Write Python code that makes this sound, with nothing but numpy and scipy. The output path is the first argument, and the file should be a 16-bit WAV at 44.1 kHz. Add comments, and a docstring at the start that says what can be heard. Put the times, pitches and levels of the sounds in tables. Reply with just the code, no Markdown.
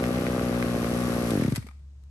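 """A small two-stroke brush cutter idles on the ground, close by, firing hard on about every other turn and
sometimes missing. The kill switch clicks; the piston pumps cold air ever more slowly, the works clank and
tick, and the engine stands still. A low machine hum goes on in the yard.
One crank angle times the gliding exhaust resonances, intake thuds, gated gas noise and piston slaps;
metal contacts are noise bursts and damped modes, and the hum is two sines over filtered noise."""
import sys
import numpy as np
from scipy import signal
from scipy.fft import rfft, irfft, next_fast_len
from scipy.io import wavfile

SR = 44100
rng = np.random.default_rng(int(sys.argv[2]) if len(sys.argv) > 2 else 0)


def unload_audio(sound):
    """Save the sound as a 16-bit wav file, at the path given as the first command line argument."""
    columns = np.transpose(np.atleast_2d(sound))
    # keep every value between -1 and 1, then stretch to whole-number steps
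    steps = np.round(np.clip(columns, -1, 1) * 32767)
    wavfile.write(sys.argv[1], SR, steps.astype(np.int16))


N = 92610

# All levels below are relative: later filters and gains act on them too.
# Yard: hum partials, and spectrum of the faint air (frequency [Hz], level [dB])
HUM_PARTIALS = [(69.6, -45), (139.4, -64)]
YARD_SPECTRUM = [(25, -8), (45, -4), (70, 4), (100, -1), (150, -6), (250, -18), (400, -25), (700, -31),
                 (1200, -33), (3000, -36), (9000, -38), (12000, -54)]
YARD_DB = -56
# Reverberation time of the nearby walls (frequency [Hz], t60 [s])
ECHO_T60 = [(100, .4), (300, .3), (700, .45), (1500, .5), (5000, .5), (12000, .42)]
ECHO_DB, ECHO_BASS_DB = -13.5, -16
# Correlation of left and right in diffuse sound (frequency [Hz], correlation [-1 to 1])
STEREO_LIKENESS = [(100, 1), (300, .95), (600, .8), (1100, .62), (2200, -.35), (4500, -.15), (6500, .3),
                   (9000, -.7), (11500, .92)]
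# Left minus right level (frequency [Hz], difference [dB])
LEFT_LEAN = [(60, .6), (125, 1.2), (240, 2.4), (360, 1.6), (650, 1.8), (1180, 6.6), (2150, 2), (3900, 4.2),
             (7000, 2), (11000, 0)]
# Microphone response (frequency [Hz], gain [dB])
MIC_RESPONSE = [(25, -4), (65, 0), (120, 0), (240, 0), (530, 0), (1200, 0), (3000, 0), (12000, 0)]
NOTCH_HZ, NOTCH_WIDTH_HZ, NOTCH_DB = 10130, 340, -30
TOP_HZ = 13450  # band limit
GROUND_DB, GROUND_S, LEFT_LEAD_S = -16, .0015, .00006  # ground bounce, and lead of the left port

# Idle speed of the crank (time [s], speed [turns/s])
IDLE_SPEED = [(0.0, 60.99), (0.1, 60.95), (0.18, 62.56), (0.35, 62.2), (0.45, 61.09), (0.6, 60.29),
              (0.83, 58.38), (0.95, 60.11), (1.05, 60.29), (1.3, 58.46)]
CUT_S = 1.2988  # the exhaust port opens for the last live turn
BRAKE_PER_S2, LAST_TURN_HZ = 174, 60.2  # friction slows the crank evenly from this speed [turns/s]
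# Turns that fail to fire (time [s])
MISS_TIMES = [.008, .09, .187, .219, .283, .363, .412, .494, .643, .76, .829, .913, 1.08, 1.163, 1.214]
BURN_MEMORY, BURN_SCATTER = .55, .08  # a strong burn fouls the next charge
# Compression delays the slow turns (speed [turns/s], delay [s])
COMPRESSION_DELAY = [(12, .0003), (22, .003), (28, .0002), (55, 0)]

# Metal knocks, clanks and ticks (time [s], level [dB], treble relative to body [dB], decay [s])
KNOCK_EVENTS = [(.0388, -27, -15, .003), (.0852, -36, -5, .002), (.183, -35, -6, .002),
                (.2658, -25, -20, .0025), (.394, -28, -15, .002), (.542, -32, -15, .002),
                (.6252, -24, -17, .0025), (.8435, -33, -7, .002), (1.305, -38, 6, .005),
                (1.411, -34, -9, .004), (1.4355, -33, -8, .004), (1.4605, -37, -10, .005),
                (1.5, -46, 0, .008), (1.5215, -42, 3, .003), (1.55, -43, 3, .008), (1.5588, -36, 7, .0035),
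                (1.5645, -36, 0, .004), (1.578, -49, 3, .004), (1.624, -49, -9, .007),
                (1.667, -49, -1, .006), (1.6872, -47, -8, .003), (1.7105, -54, -8, .004),
                (1.795, -66, -4, .003), (2.0372, -72, 13, .002)]
# Spectra of the knock's body and of its bright edge (frequency [Hz], level [dB])
KNOCK_BODY_SPECTRUM = [(200, -18), (600, -2), (1300, -2), (1700, -2), (2100, 3), (3000, -11), (6000, -23),
                       (13000, -40)]
KNOCK_EDGE_SPECTRUM = [(1000, -25), (2500, -4), (4500, -1), (7000, -7), (8200, 2), (11000, -4),
                       (13000, -13)]
# Modes of the stalling clank, then of the settling one (frequency [Hz], decay [s], level [dB])
STALL_MODES = [(1995, .005, -31), (2450, .004, -39), (4450, .005, -37), (5090, .005, -37),
               (7900, .003, -35), (9200, .004, -37)]
SETTLE_MODES = [(1230, .006, -45), (2350, .004, -48), (3630, .003, -53), (5150, .003, -56)]
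STALL_S, SETTLE_S, CLANK_LAG_S, MODE_RISE_S = 1.559, 1.6872, .00006, .0004
# Spectrum of the loose covers (frequency [Hz], level [dB])
RATTLE_SPECTRUM = [(700, -25), (1500, -3), (2300, 0), (3500, -4), (6000, -9), (12000, -18)]
RATTLE_COUNT, RATTLE_DB, RATTLE_SPREAD_DB, RATTLE_DECAY_S = 170, -53, 5, .0012
# Spectrum of the piston, bearings and fan (frequency [Hz], level [dB])
CLATTER_SPECTRUM = [(900, -8), (1500, -3), (1900, -2), (3200, -9), (6000, -8.5), (7100, -13.5),
                    (9200, -4.5), (11300, -8), (12400, -12.5), (13200, -36)]
# Added level of the clatter (time [s], level [dB])
CLATTER_LEVEL = [(0, -1), (.7, -.5), (.9, 2), (1.3, 2.5), (1.45, 1.5)]
CLATTER_DB, CLATTER_SWING, CLATTER_GROWS = -43.2, .38, .8  # the last is the exponent on speed
# Spectrum of the struck casing (frequency [Hz], level [dB])
CASING_SPECTRUM = [(200, -25), (500, -4), (780, 0), (900, -7), (1150, 0), (1220, -5), (1290, 1), (1400, -5),
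                   (1700, -7), (2600, -9), (5000, -20), (13000, -28)]
SLAP_DB, SLAP_DELAY_S = -13, .0077  # delay at LAST_TURN_HZ; longer on slower turns
SHAKE_DB, SHAKE_DELAY_S = -41, .0095  # delay at LAST_TURN_HZ; a constant share of a turn

# Spectrum of the rasping gas (frequency [Hz], level [dB])
RASP_SPECTRUM = [(150, -20), (400, -1), (700, 0), (900, -7), (1200, -1), (1700, -8), (2600, -13),
                 (5000, -24), (12000, -40)]
RASP_DB, RASP_DECAY_S, RASP_COLD_DB = -41.6, .007, -.5
# Spectrum of the cold air (frequency [Hz], level [dB])
CHUFF_SPECTRUM = [(250, -15), (600, 2), (1000, -2), (2000, -4), (4000, -9), (7000, -15), (12000, -25)]
# Strength of the chuff (speed [turns/s], amplitude [share])
CHUFF_STRENGTH = [(12, .5), (23, .8), (40, 1), (58, .3)]
CHUFF_DB, CHUFF_PEAK_S = -39, .004
# Tailpipe modes, rung at every turn (frequency [Hz], decay [s], level [dB])
PIPE_MODES = [(540, .006, -29.5), (675, .008, -36), (790, .009, -39.5), (1060, .008, -43.5),
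              (1160, .008, -42)]
# The piston rocks back (time [s], frequency [Hz], decay [s], level [dB])
PISTON_REBOUNDS = [(1.644, 215, .007, -37), (1.665, 410, .004, -46), (1.683, 215, .009, -47)]
INTAKE_HZ, INTAKE_DELAY_S, INTAKE_WIDTH_S, INTAKE_DB = 188, .0092, .0028, -20
INTAKE_BASE, INTAKE_SCATTER_DB = .2, .7  # the draw follows the burn, unevenly
# Exhaust resonances: cold gulp, firing pop, closing port; pitch and timing stretch by turn for gulp and pop
# (start [Hz], end [Hz], glide [s], rise [s], decay [s], level [dB])
GULP_RING = (575, 143, .0033, .003, .0085, -9)
POP_RING = (650, 255, .003, .001, .0037, -17.3)
SHUT_RING = (250, 300, .004, .0015, .0045, -20)
HEAT_SCATTER, JITTER_S = .035, .0001  # pitch [share] and timing vary by turn
POP_DELAY_S, POP_GROWS = .0003, 1.1  # the last is the exponent on burn
GULP_LEFT, MISS_GULP = .12, .7  # least gulp; factor on all gulps before the cut
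SLOW_PITCH, SLOW_LEVEL, FADE_HZ = .22, 1.15, 25  # exponents on speed; the gulp weakens under FADE_HZ
PORT_OPEN_TURNS, SHUT_SLOWEST_HZ = .5, 23  # open share of a turn, and the least speed used for it
SHUT_DELAY_S, SHUT_SLOWS = .008, .6  # delay at LAST_TURN_HZ, and its exponent on slowness
# Response of the silencer (frequency [Hz], gain [dB])
SILENCER_RESPONSE = [(30, -8), (62, -4), (100, 7), (125, 2.5), (175, -4), (240, 2), (310, -1.5), (400, 1),
                     (540, 3), (800, 1)]


def amp(db):
    """Decibel law: level to amplitude gain."""
    return 10 ** (np.asarray(db) / 20)


def unit(x):
    """Power normalization: scale to rms 1."""
    return x / np.sqrt(np.mean(x ** 2) + 1e-20)


def along(points, hz):
    """Logarithmic pitch scale: interpolate (frequency, value) points on it."""
    f, v = np.transpose(points)
    return np.interp(np.log(hz + 1), np.log(f + 1), v)


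def filtered(x, response):
    """Linear filtering: multiply the spectrum by a response of frequency."""
    m = next_fast_len(N + SR // 2)
    return irfft(rfft(x, m) * response(np.fft.rfftfreq(m, 1 / SR)), m)[..., :N]


def spread(pair, spectrum):
    """Interaural correlation: mid and side shares of two unrelated signals set the likeness of the ears."""
    def shares(hz):
        angle = np.arccos(np.clip(along(STEREO_LIKENESS, hz), -1, 1)) / 2
        return amp(along(spectrum, hz)) * [np.cos(angle), np.sin(angle)]

    mid, side = filtered(pair, shares)
    return np.array([mid + side, mid - side])


def noise(spectrum):
    """Broadband turbulence or friction: coloured stereo noise of rms 1."""
    return unit(spread(rng.standard_normal((2, N)), spectrum))


def play(times, shape):
    """Superposition: sum short sounds; shape(k, age) is the k-th one."""
    out = np.zeros(N)
    for k, start in enumerate(times):
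        first = max(int(np.ceil(start * SR)), 0)
        i = np.arange(first, min(int(start * SR) + SR // 10, N))
        out[i] += shape(k, i / SR - start)
    return out


def modes(age, table):
    """Modal superposition: fixed resonances ring down together."""
    def mode(hz, decay, db):
        envelope = (1 - np.exp(-age / MODE_RISE_S)) * np.exp(-age / decay)
        return amp(db) * envelope * np.sin(2 * np.pi * hz * age)

    return sum(mode(*row) for row in table)


def ring(age, start_hz, end_hz, glide, rise, decay, db):
    """Time-varying resonance: it swells and dies while its pitch glides."""
    cycles = end_hz * age + (start_hz - end_hz) * glide * (1 - np.exp(-age / glide))
    envelope = (1 - np.exp(-(age / rise) ** 2)) * np.exp(-age / decay)
    return amp(db) * envelope * np.sin(2 * np.pi * cycles)


def yard():
    """Tonal radiation: a steady machine hum of sine partials over faint air noise."""
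    t = np.arange(N) / SR
    hum = sum(np.sqrt(2) * amp(db) * np.sin(2 * np.pi * (hz * t + rng.random())) for hz, db in HUM_PARTIALS)
    return hum + amp(YARD_DB) * noise(YARD_SPECTRUM)


def echo(x):
    """Reverberant decay: nearby walls answer, and each frequency dies at its own rate."""
    hz, t, z = signal.stft(rng.standard_normal((2, SR // 2)), SR, nperseg=256)
    fade = amp(-60 * t / along(ECHO_T60, hz)[:, None])
    tail = signal.istft(z * fade, SR, nperseg=256)[1]
    return signal.fftconvolve(np.atleast_2d(x), tail / np.linalg.norm(tail[0]), axes=1)[:, :N]


def crank():
    """Rotational kinematics: integrated speed gives the angle, whose whole turns time the burns."""
    t = np.arange(N) / SR
    braked = np.maximum(LAST_TURN_HZ - BRAKE_PER_S2 * (t - CUT_S), 0)
    speed = np.where(t < CUT_S, np.interp(t, *np.transpose(IDLE_SPEED)), braked)
    angle = np.cumsum(speed) / SR
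    angle -= np.interp(CUT_S, t, angle)
    turns = np.arange(np.floor(angle[0]), angle[-1] - .25)
    # one turn before the start is included
    times = np.interp(turns, np.r_[angle[0] - 1, angle], np.r_[-1 / speed[0], t])
    chance, burn = rng.standard_normal(200), [.7]
    for s, c in zip(times, chance):
        dead = s > CUT_S + .008 or np.abs(np.array(MISS_TIMES) - s).min() < .008
        charge = 1.1 - BURN_MEMORY * burn[-1] + BURN_SCATTER * c
        burn.append(0 if dead else np.clip(charge, .1, 1))
    rates = np.interp(times, t, speed)
    times = times + np.interp(rates, *np.transpose(COMPRESSION_DELAY))
    return speed, angle, times, rates, np.array(burn[1:])


def knocks():
    """Damped impact: short dead metal contacts with a body and a bright edge."""
    s, db, treble_db, decay = np.transpose(KNOCK_EVENTS)

    def blows(level):
        return play(s, lambda k, a: amp(level[k]) * (1 - np.exp(-a / .0005)) * np.exp(-a / decay[k]))

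    body = blows(db) * noise(KNOCK_BODY_SPECTRUM)
    edge = blows(db + treble_db) * noise(KNOCK_EDGE_SPECTRUM)
    return amp(3) * (body + edge)


def clanks():
    """Modal ringing: metal sounds as the crank stalls and once more as it settles, the right ear lagging."""
    def strike(start, table):
        return play([start], lambda k, a: modes(a, table))

    return np.array([strike(STALL_S + lag, STALL_MODES) + strike(SETTLE_S + lag, SETTLE_MODES)
                     for lag in (0, CLANK_LAG_S)])


def rattle(speed):
    """Random impacts: loose covers tick by chance while the engine shakes them."""
    chance = rng.random((RATTLE_COUNT, 2))
    size = amp(RATTLE_SPREAD_DB * np.minimum(-np.log(1 - chance[:, 1]), 2))
    ticks = play(chance[:, 0] * N / SR, lambda k, a: size[k] * np.exp(-a / RATTLE_DECAY_S))
    return amp(RATTLE_DB) * unit(ticks) * speed / LAST_TURN_HZ * noise(RATTLE_SPECTRUM)


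def clatter(speed, angle):
    """Periodic modulation: noise of piston, bearings and fan swells at once and twice the crank rate."""
    swing = np.exp(CLATTER_SWING * (.5 * np.cos(4 * np.pi * angle) - .6 * np.sin(2 * np.pi * angle)))
    level = amp(CLATTER_DB + np.interp(np.arange(N) / SR, *np.transpose(CLATTER_LEVEL)))
    hiss = noise([(500, -25)] + list(CLATTER_SPECTRUM))
    return level * (speed / LAST_TURN_HZ) ** CLATTER_GROWS * swing * hiss


def slap(times, rates):
    """Impulse response: the reversing piston strikes the casing once a turn, harder at speed."""
    burst = rng.standard_normal((2, N)) * np.exp(-np.arange(N) / SR / .005)
    casing = spread(burst, CASING_SPECTRUM)[:, :SR // 20]
    at = times + SLAP_DELAY_S * LAST_TURN_HZ / rates + .00008 * rng.standard_normal(len(times))
    hits = np.zeros(N + SR)
    force = (rates / LAST_TURN_HZ) ** 2 * amp(1.2 * rng.standard_normal(len(times)))
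    hits[np.clip(at * SR, 0, N).astype(int)] = force
    struck = signal.fftconvolve(hits[None, :N], casing / np.linalg.norm(casing), axes=1)[:, :N]
    return amp(SLAP_DB) * struck


def shake(speed, angle):
    """Inertial reaction: the whole engine rocks with the piston, as the square of speed."""
    phase = 2 * np.pi * (angle - SHAKE_DELAY_S * LAST_TURN_HZ)
    return amp(SHAKE_DB) * (speed / LAST_TURN_HZ) ** 2 * np.cos(phase)


def rasp(speed, times, rates, burn):
    """Turbulent jet: gas rasps in a decaying burst at each turn, over a constant share that follows speed."""
    cold = amp(RASP_COLD_DB)
    force = (cold + (1 - cold) * burn) * rates / LAST_TURN_HZ
    gate = play(times, lambda k, a: force[k] * np.exp(-a / RASP_DECAY_S))
    return amp(RASP_DB) * unit(gate + .35 * speed / LAST_TURN_HZ) * noise(RASP_SPECTRUM)


def chuff(times, rates):
    """Pulsed flow noise: once the fire is out, cold air chuffs through the port at each turn."""
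    force = (times > CUT_S + POP_DELAY_S) * np.interp(rates, *np.transpose(CHUFF_STRENGTH))
    gate = play(times, lambda k, a: force[k] * (a / CHUFF_PEAK_S) ** 2 * np.exp(2 - 2 * a / CHUFF_PEAK_S))
    return amp(CHUFF_DB) * gate * noise(CHUFF_SPECTRUM)


def tailpipe(times, rates):
    """Pipe resonance: each turn excites the modes of the tailpipe, as the square of speed."""
    return play(times, lambda k, a: (rates[k] / LAST_TURN_HZ) ** 2 * modes(a, PIPE_MODES))


def rebounds():
    """Gas spring: the piston rocks back in short swelling, dying tones."""
    s, hz, decay, db = np.transpose(PISTON_REBOUNDS)

    def rock(k, a):
        envelope = 2 * np.e * a / decay[k] * np.exp(-2 * a / decay[k])  # peaks at half the decay
        return -amp(db[k]) * envelope * np.sin(2 * np.pi * hz[k] * a)

    return play(s, rock)


def intake(times, burn):
    """Suction pulse: after each firing turn the intake thuds in a Gaussian wave packet."""
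    scatter, jitter = rng.standard_normal((2, len(times)))
    draw = np.minimum(burn + INTAKE_BASE, 1) * (burn > 0) * amp(INTAKE_SCATTER_DB * scatter)

    def thud(a):
        return np.exp(-(a / INTAKE_WIDTH_S) ** 2 / 2) * np.cos(2 * np.pi * INTAKE_HZ * a)

    return amp(INTAKE_DB) * play(times + JITTER_S * jitter, lambda k, a: draw[k] * thud(a - INTAKE_DELAY_S))


def exhaust(times, rates, burn):
    """Cavity resonance: the cylinder pops or gulps cold air, gliding in pitch, and the closing port rings."""
    gulp_chance, pop_chance, jitter = rng.standard_normal((3, len(times)))
    slow = (rates / LAST_TURN_HZ) ** SLOW_PITCH * (1 + HEAT_SCATTER * gulp_chance)
    heat = 1 + HEAT_SCATTER * pop_chance
    cold = np.maximum(1 - burn, GULP_LEFT) * np.where(times < CUT_S, MISS_GULP, 1)
    cold = cold * np.minimum(rates / FADE_HZ, 1) ** SLOW_LEVEL
    open_s = PORT_OPEN_TURNS / np.maximum(rates, SHUT_SLOWEST_HZ)

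    def gulp(k, a):
        return -cold[k] * ring(a * slow[k], *GULP_RING) * np.exp(-(a / open_s[k]) ** 4)

    def pop(k, a):
        return burn[k] ** POP_GROWS * ring(a * heat[k], *POP_RING)

    shut_times = times + SHUT_DELAY_S * (LAST_TURN_HZ / rates) ** SHUT_SLOWS
    shut = play(shut_times, lambda k, a: -cold[k] ** 3 * ring(a, *SHUT_RING))
    return play(times, gulp) + shut + play(times + POP_DELAY_S + JITTER_S * jitter, pop)


def gas(times, rates, burn):
    """Acoustic filtering: the silencer colours exhaust, tailpipe, intake and rebounds."""
    pulses = exhaust(times, rates, burn) + tailpipe(times, rates) + intake(times, burn) + rebounds()
    return filtered(pulses, lambda hz: amp(along(SILENCER_RESPONSE, hz)))


def scene():
    """Image source: the engine, its bounce off the ground, its echo and the yard add up."""
    speed, angle, times, rates, burn = crank()
    low = gas(times, rates, burn) + shake(speed, angle)
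    high = rasp(speed, times, rates, burn) + clatter(speed, angle) + slap(times, rates)
    high = high + chuff(times, rates) + rattle(speed) + knocks() + clanks()
    side = np.array([[1], [-1]])

    def ports(hz):
        """Interference: direct path plus a bounce that reaches the two ports in opposite sign."""
        direct = np.exp(1j * np.pi * hz * LEFT_LEAD_S * side)
        bounce = amp(GROUND_DB) * np.minimum(hz / 400, 1) * np.exp(-2j * np.pi * hz * GROUND_S)
        return direct + side * bounce

    reverberant = echo(amp(ECHO_DB) * high + amp(ECHO_BASS_DB) * low)
    return filtered(low, ports) + high + reverberant + yard()


def record(dry):
    """Transducer response: microphone colour, a narrow treble notch, a lean to the left and a band limit."""
    def response(hz):
        notch = NOTCH_DB * np.exp(-((hz - NOTCH_HZ) / NOTCH_WIDTH_HZ) ** 2)
        lean = np.outer([.5, -.5], along(LEFT_LEAN, hz))
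        return amp(along(MIC_RESPONSE, hz) + notch + lean) * (hz < TOP_HZ)

    return filtered(dry, response)


dry = scene()
out = record(dry)
unload_audio(out)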